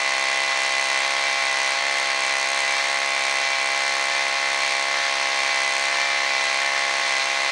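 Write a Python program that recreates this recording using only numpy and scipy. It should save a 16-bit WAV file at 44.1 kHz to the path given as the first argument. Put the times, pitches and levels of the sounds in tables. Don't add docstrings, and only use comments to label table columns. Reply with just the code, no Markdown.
import sys
import numpy as np
from scipy import signal
from scipy.fft import rfft, irfft, next_fast_len
from scipy.io import wavfile
from scipy.ndimage import map_coordinates

SR = 44100
rng = np.random.default_rng(int(sys.argv[2]) if len(sys.argv) > 2 else 0)


def store_pcm(level_fs):
    pcm = np.round(np.clip(level_fs, -1, 1) * 32767).astype(np.int16)
    wavfile.write(sys.argv[1], SR, np.atleast_2d(pcm).T)


def how_loud(loudness_db):
    steps = np.asarray(loudness_db, float) / 20
    return 10 ** steps


N = 331191


def unit(x):
    return x / np.sqrt(np.mean(x ** 2) + 1e-20)


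def along(points, hz):
    f, value = np.transpose(points)
    return np.interp(np.log(hz + 1), np.log(f + 1), value)


def over_time(rows):
    s, value = np.transpose(rows)
    return np.interp(np.arange(N) / SR, s, value)


def wobble(rate):
    knots = rng.standard_normal(int(N * rate / SR) + 4)
    return map_coordinates(knots, [np.arange(N) * rate / SR])


def filtered(x, response):
    size = 2 * next_fast_len(N // 2 + 4096)
    hz = np.fft.rfftfreq(size, 1 / SR)
    return irfft(rfft(x, size) * response(hz), size)[..., :N]


def causal(gain_db):
    cepstrum = irfft(gain_db * np.log(10) / 20)
    half = len(cepstrum) // 2
    cepstrum[1:half] *= 2
    cepstrum[half + 1:] = 0
    return np.exp(rfft(cepstrum))


def pulses(times, sizes):
    at = times[:, None] * SR
    taps = np.floor(at) + np.arange(-8, 9)
    kernel = np.sinc(taps - at) * np.cos((taps - at) * np.pi / 18) ** 2
    places = np.clip(taps, 0, N).astype(int)
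    return np.bincount(places.ravel(), (kernel * sizes[:, None]).ravel(), N + 1)[:N]


def after_each(times, sizes, delay, t60):
    t = np.arange(SR // 20) / SR
    shape = how_loud(-60 * t / t60) * (1 - np.exp(-t / 0.00037))
    return np.abs(signal.fftconvolve(pulses(times + delay, sizes), shape))[:N]


# t/s, turns per s
SHAFT_SPEED = [(0.0, 134.7), (0.96, 134.87), (1.12, 136.87), (1.28, 135.44), (1.44, 135.6), (1.52, 133.62),
               (1.84, 136.84), (2.0, 136.79), (2.16, 134.25), (2.24, 135.43), (2.4, 134.28), (2.56, 136.99),
               (2.64, 134.6), (2.8, 136.32), (2.96, 136.52), (3.12, 135.72), (3.68, 135.09), (3.84, 137.03),
               (4.08, 135.96), (4.16, 137.52), (4.24, 136.18), (4.56, 136.73), (4.64, 135.45),
               (4.8, 136.08), (4.96, 137.46), (5.12, 136.04), (5.36, 136.15), (5.68, 134.7), (5.76, 136.13),
               (6.08, 137.78), (6.48, 134.23), (6.64, 137.22), (7.04, 136.01), (7.2, 134.44), (7.28, 136.0),
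               (7.51, 136.15)]


def crank():
    first_puff, shudder = .3, .004
    return np.cumsum(over_time(SHAFT_SPEED)) / SR - first_puff + shudder * wobble(15)


# t/s, time scale of the change/s
BURN_SLIPS = [(0.52, 0.027), (1.393, .025), (1.75, 0.01), (1.79, .012), (3.435, 0.015), (3.464, .015),
              (3.556, 0.032), (4.125, .01), (5.032, 0.02), (5.51, .012), (7.025, 0.012), (7.2, .012),
              (7.22, .012)]
# t/s, share lost 0-1
BURN_STUMBLES = [(1.495, .35), (2.8, 0.7), (4.226, 0.1), (4.372, 0.8), (4.688, 0.1), (5.09, 0.4),
                 (6.039, .4), (6.487, .2), (7.354, 0.4), (7.486, .35)]


def lean(t):
    stumble_s = 0.016
    side = np.prod([np.tanh((s - t) / length) for s, length in BURN_SLIPS], axis=0)
    lost_share = sum(lost * np.exp(-((t - s) / stumble_s) ** 2) for s, lost in BURN_STUMBLES)
    return side * (1 - lost_share)


def turns(turned):
    count = np.arange(int(turned[-1]))
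    times = np.interp(count, turned, np.arange(N) / SR)
    chance = rng.standard_normal((len(count), 2))
    burn = lean(times) * (-1.) ** count + 0.047 * chance[:, 0]
    return times + .000004 * chance[:, 1], burn


# f/Hz, level/dB before trim
HOUSING_LEVEL = [(2010, -28), (2025, -29), (2036, -32), (2047, -31.5), (2058, -29.5), (2067, -33),
                 (2279, -48), (2288, -40), (2300, -32), (2309, -33), (2319, -39), (2329, -36), (2338, -32)]


def whine(turned):
    blades, teeth = 15, 17
    blade_lead, tooth_lead = .045, .029
    fan_trim_db, gear_trim_db = -2, 2
    fan_waver_db, gear_waver_db = 1, 3
    speed, angle = over_time(SHAFT_SPEED), 2 * np.pi * turned
    fan_db = along(HOUSING_LEVEL, blades * speed) + fan_trim_db + fan_waver_db * wobble(14)
    gear_db = along(HOUSING_LEVEL, teeth * speed) + gear_trim_db - gear_waver_db * np.abs(wobble(11))
    fan = how_loud(fan_db) * np.sin(blades * (angle + 2 * np.pi * blade_lead))
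    gear = how_loud(gear_db) * np.sin(teeth * (angle + 2 * np.pi * tooth_lead))
    return np.sqrt(2) * (fan + gear)


# f/Hz, level/dB per Hz
ROAR_SPECTRUM = [(30, -39.5), (150, -41), (330, -24.5), (600, -13), (800, -9.5), (1000, -4), (1400, -5.5),
                 (1800, -1), (2250, -2), (2900, -7), (3700, -4.5), (5000, -7.5), (6200, -10), (7300, -17),
                 (9000, -22.5), (11000, -35.5), (13600, -44), (14800, -51)]
# f/Hz, width/Hz, boost/dB
LOUDER_BANDS = [(2026, 260, 1.5), (2470, 71, 4), (2570, 27, 5.5), (3240, 52, 3), (4205, 460, 3.5),
                (6300, 340, 1.5)]


def roar(times, burn):
    level_db, waver_db = -25.5, 0.4
    alike_rise_db = 2.5
    swell = 1 + 0.21 * after_each(times, how_loud(9.2 * burn), -0.00014, 0.035)
    clatter = 1 + 0.27 * rng.standard_normal(N) ** 2

    def colour(hz):
        boost_db = sum(db / (1 + (2 * (hz - c) / w) ** 2) for c, w, db in LOUDER_BANDS)
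        return causal(along(ROAR_SPECTRUM, hz) + boost_db)

    noise = filtered(swell * clatter * rng.standard_normal(N), colour)
    alike = 1 - np.abs(lean(np.arange(N) / SR))
    return how_loud(level_db + alike_rise_db * alike + waver_db * wobble(6)) * unit(noise)


# f/Hz, rms level of a shaft order there/dB
PUFF_ORDERS = [(136, -64), (272, -56.5), (408, -66), (539, -43), (548, -40), (680, -36.5), (816, -34.5),
               (952, -43.5), (1088, -34), (1224, -53.5), (1347, -49.5), (1370, -44), (1482, -42),
               (1507, -41), (1616, -41.5), (1644, -42.5), (1751, -55.5), (1781, -33.5), (1904, -42.5),
               (2040, -41), (2155, -40.5), (2192, -43.5), (2290, -58.5), (2329, -43), (2424, -35.5),
               (2466, -45), (2559, -51), (2603, -57), (2694, -36.5), (2740, -41.5), (2856, -73),
               (2963, -46.5), (3014, -52), (3128, -50), (3264, -45), (3400, -69.5), (3536, -43.5),
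               (3672, -60), (3808, -53), (3944, -73), (4080, -65), (4216, -48), (4352, -41), (4488, -48)]
# f/Hz, rms level of a half order there/dB
BURN_ORDERS = [(68, -100), (204, -60), (340, -51), (476, -47.5), (612, -42.5), (741, -53.5), (754, -47),
               (884, -43), (1020, -41.5), (1145, -41), (1165, -45.5), (1280, -76), (1302, -45.5),
               (1414, -48.5), (1439, -67), (1564, -51.5), (1700, -52), (1818, -41), (1850, -39.5),
               (1953, -56.5), (1987, -43.5), (2108, -35), (2244, -58.5), (2357, -48), (2398, -50),
               (2516, -45), (2626, -54), (2672, -45), (2761, -57), (2809, -61), (2896, -62), (2946, -44),
               (3060, -45)]
# f/Hz, delay/s (- is ahead)
PULSE_SLANT = [(200, -.001), (290, .0015), (400, .011), (530, .005), (575, -.003), (640, .002), (720, 0),
               (1100, -.0003), (1250, -.003), (1450, -.0025), (1550, -.0012), (1850, -.0012), (2000, .0011),
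               (2300, -.0001), (2700, -.0005)]


def exhaust(times, burn):
    per_order = SR / (np.sqrt(2) * 136)

    def muffler(table, top_hz):
        skirted = [(20, -110), *table, (top_hz, -75), (12000, -110)]

        def response(hz):
            slant = np.exp(-2j * np.pi * np.cumsum(along(PULSE_SLANT, hz)) * hz[1])
            return slant * causal(along(skirted, hz))
        return response

    sizes = how_loud(0.12 * rng.standard_normal(len(times)))
    puff = filtered(pulses(times, sizes), muffler(PUFF_ORDERS, 4840))
    extra = filtered(pulses(times, burn), muffler(BURN_ORDERS, 3750))
    return per_order * (puff + extra)


# f/Hz, width/Hz, relative level/dB
CYLINDER_FINS = [(4380, 920, -15), (6490, 860, 2.5), (8460, 1340, 1), (11400, 2300, -37)]
# t/s, level/dB
CABLE_LOAD = [(0, -38.5), (.45, -39.5), (.62, -38), (1.0, -39), (1.4, -41), (1.6, -39), (2.1, -41.5),
              (2.5, -37), (2.85, -39), (3.15, -38.5), (3.36, -36.5), (3.55, -41), (4.05, -38.5),
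              (4.35, -43), (4.72, -39.5), (4.87, -42.5), (5.4, -43.5), (5.8, -36.5), (6.07, -46),
              (6.33, -47), (6.45, -39), (6.8, -43), (7.17, -39.5), (7.51, -42)]


def knock(times, burn):
    waver_db = 0.4
    chance = rng.standard_normal((len(times), 3))
    sizes = how_loud(11 * np.clip(burn - 1, -3, .3) + 1.5 * chance[:, 0])
    blow = pulses(times + .00105 + .00004 * chance[:, 1], sizes)
    bounce = .2 * pulses(times + .0035 + .00006 * chance[:, 2], sizes)
    rattle = 0.12 * after_each(times, sizes, 0.00054, 0.01) * rng.standard_normal(N)

    def fins(f):
        total = 0
        for k, (c, w, db) in enumerate(CYLINDER_FINS):
            ring = 1j * f * w / (c * c - f * f + 1j * f * w)
            total = total + (-1) ** k * how_loud(db) * ring ** 2
        return total

    struck = unit(filtered(blow + bounce + rattle, fins))
    return how_loud(over_time(CABLE_LOAD) + waver_db * wobble(8)) * struck


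# f/Hz, level against the direct sound/dB
COPY_WIDTH = [(60, -24), (150, -41), (400, -22), (700, -33), (1300, -36), (2100, -24), (2800, -19.5),
              (3600, -25), (4600, -42), (7000, -27), (14000, -33)]


def late_copy(mid):
    return filtered(mid, lambda hz: how_loud(along(COPY_WIDTH, hz)) * np.exp(-2j * np.pi * hz * .00013))


# f/Hz, level against the direct sound/dB
WOOD_SCATTER = [(60, -26), (150, -39), (400, -24), (1300, -33), (2100, -22.5), (2800, -21.5), (3600, -19.5),
                (4600, -27), (7000, -52), (14000, -31)]


def scattered(mid):
    hz, _, z = signal.stft(mid, SR, nperseg=1024)
    leaves = how_loud(along(WOOD_SCATTER, hz))[:, None] * np.exp(2j * np.pi * rng.random(z.shape))
    return np.sqrt(2) * signal.istft(z * leaves, SR, nperseg=1024)[1][:N]


def scene():
    turned = crank()
    times, burn = turns(turned)
    mid = whine(turned) + roar(times, burn) + exhaust(times, burn) + knock(times, burn)
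    side = late_copy(mid) + scattered(mid)
    return np.array([mid + side, mid - side])


def roll_off(x):
    return signal.sosfilt(signal.butter(12, 14990, fs=SR, output="sos"), x)


def record(dry):
    colour_db = [(30, -4), (70, -0.8), (1500, -1.07), (2200, -0.34), (3600, -0.8), (10000, -0.03),
                 (15000, -3.5)]
    mix = filtered(dry, lambda hz: how_loud(along(colour_db, hz)))
    return roll_off(mix)


dry = scene()
out = record(dry)
store_pcm(out)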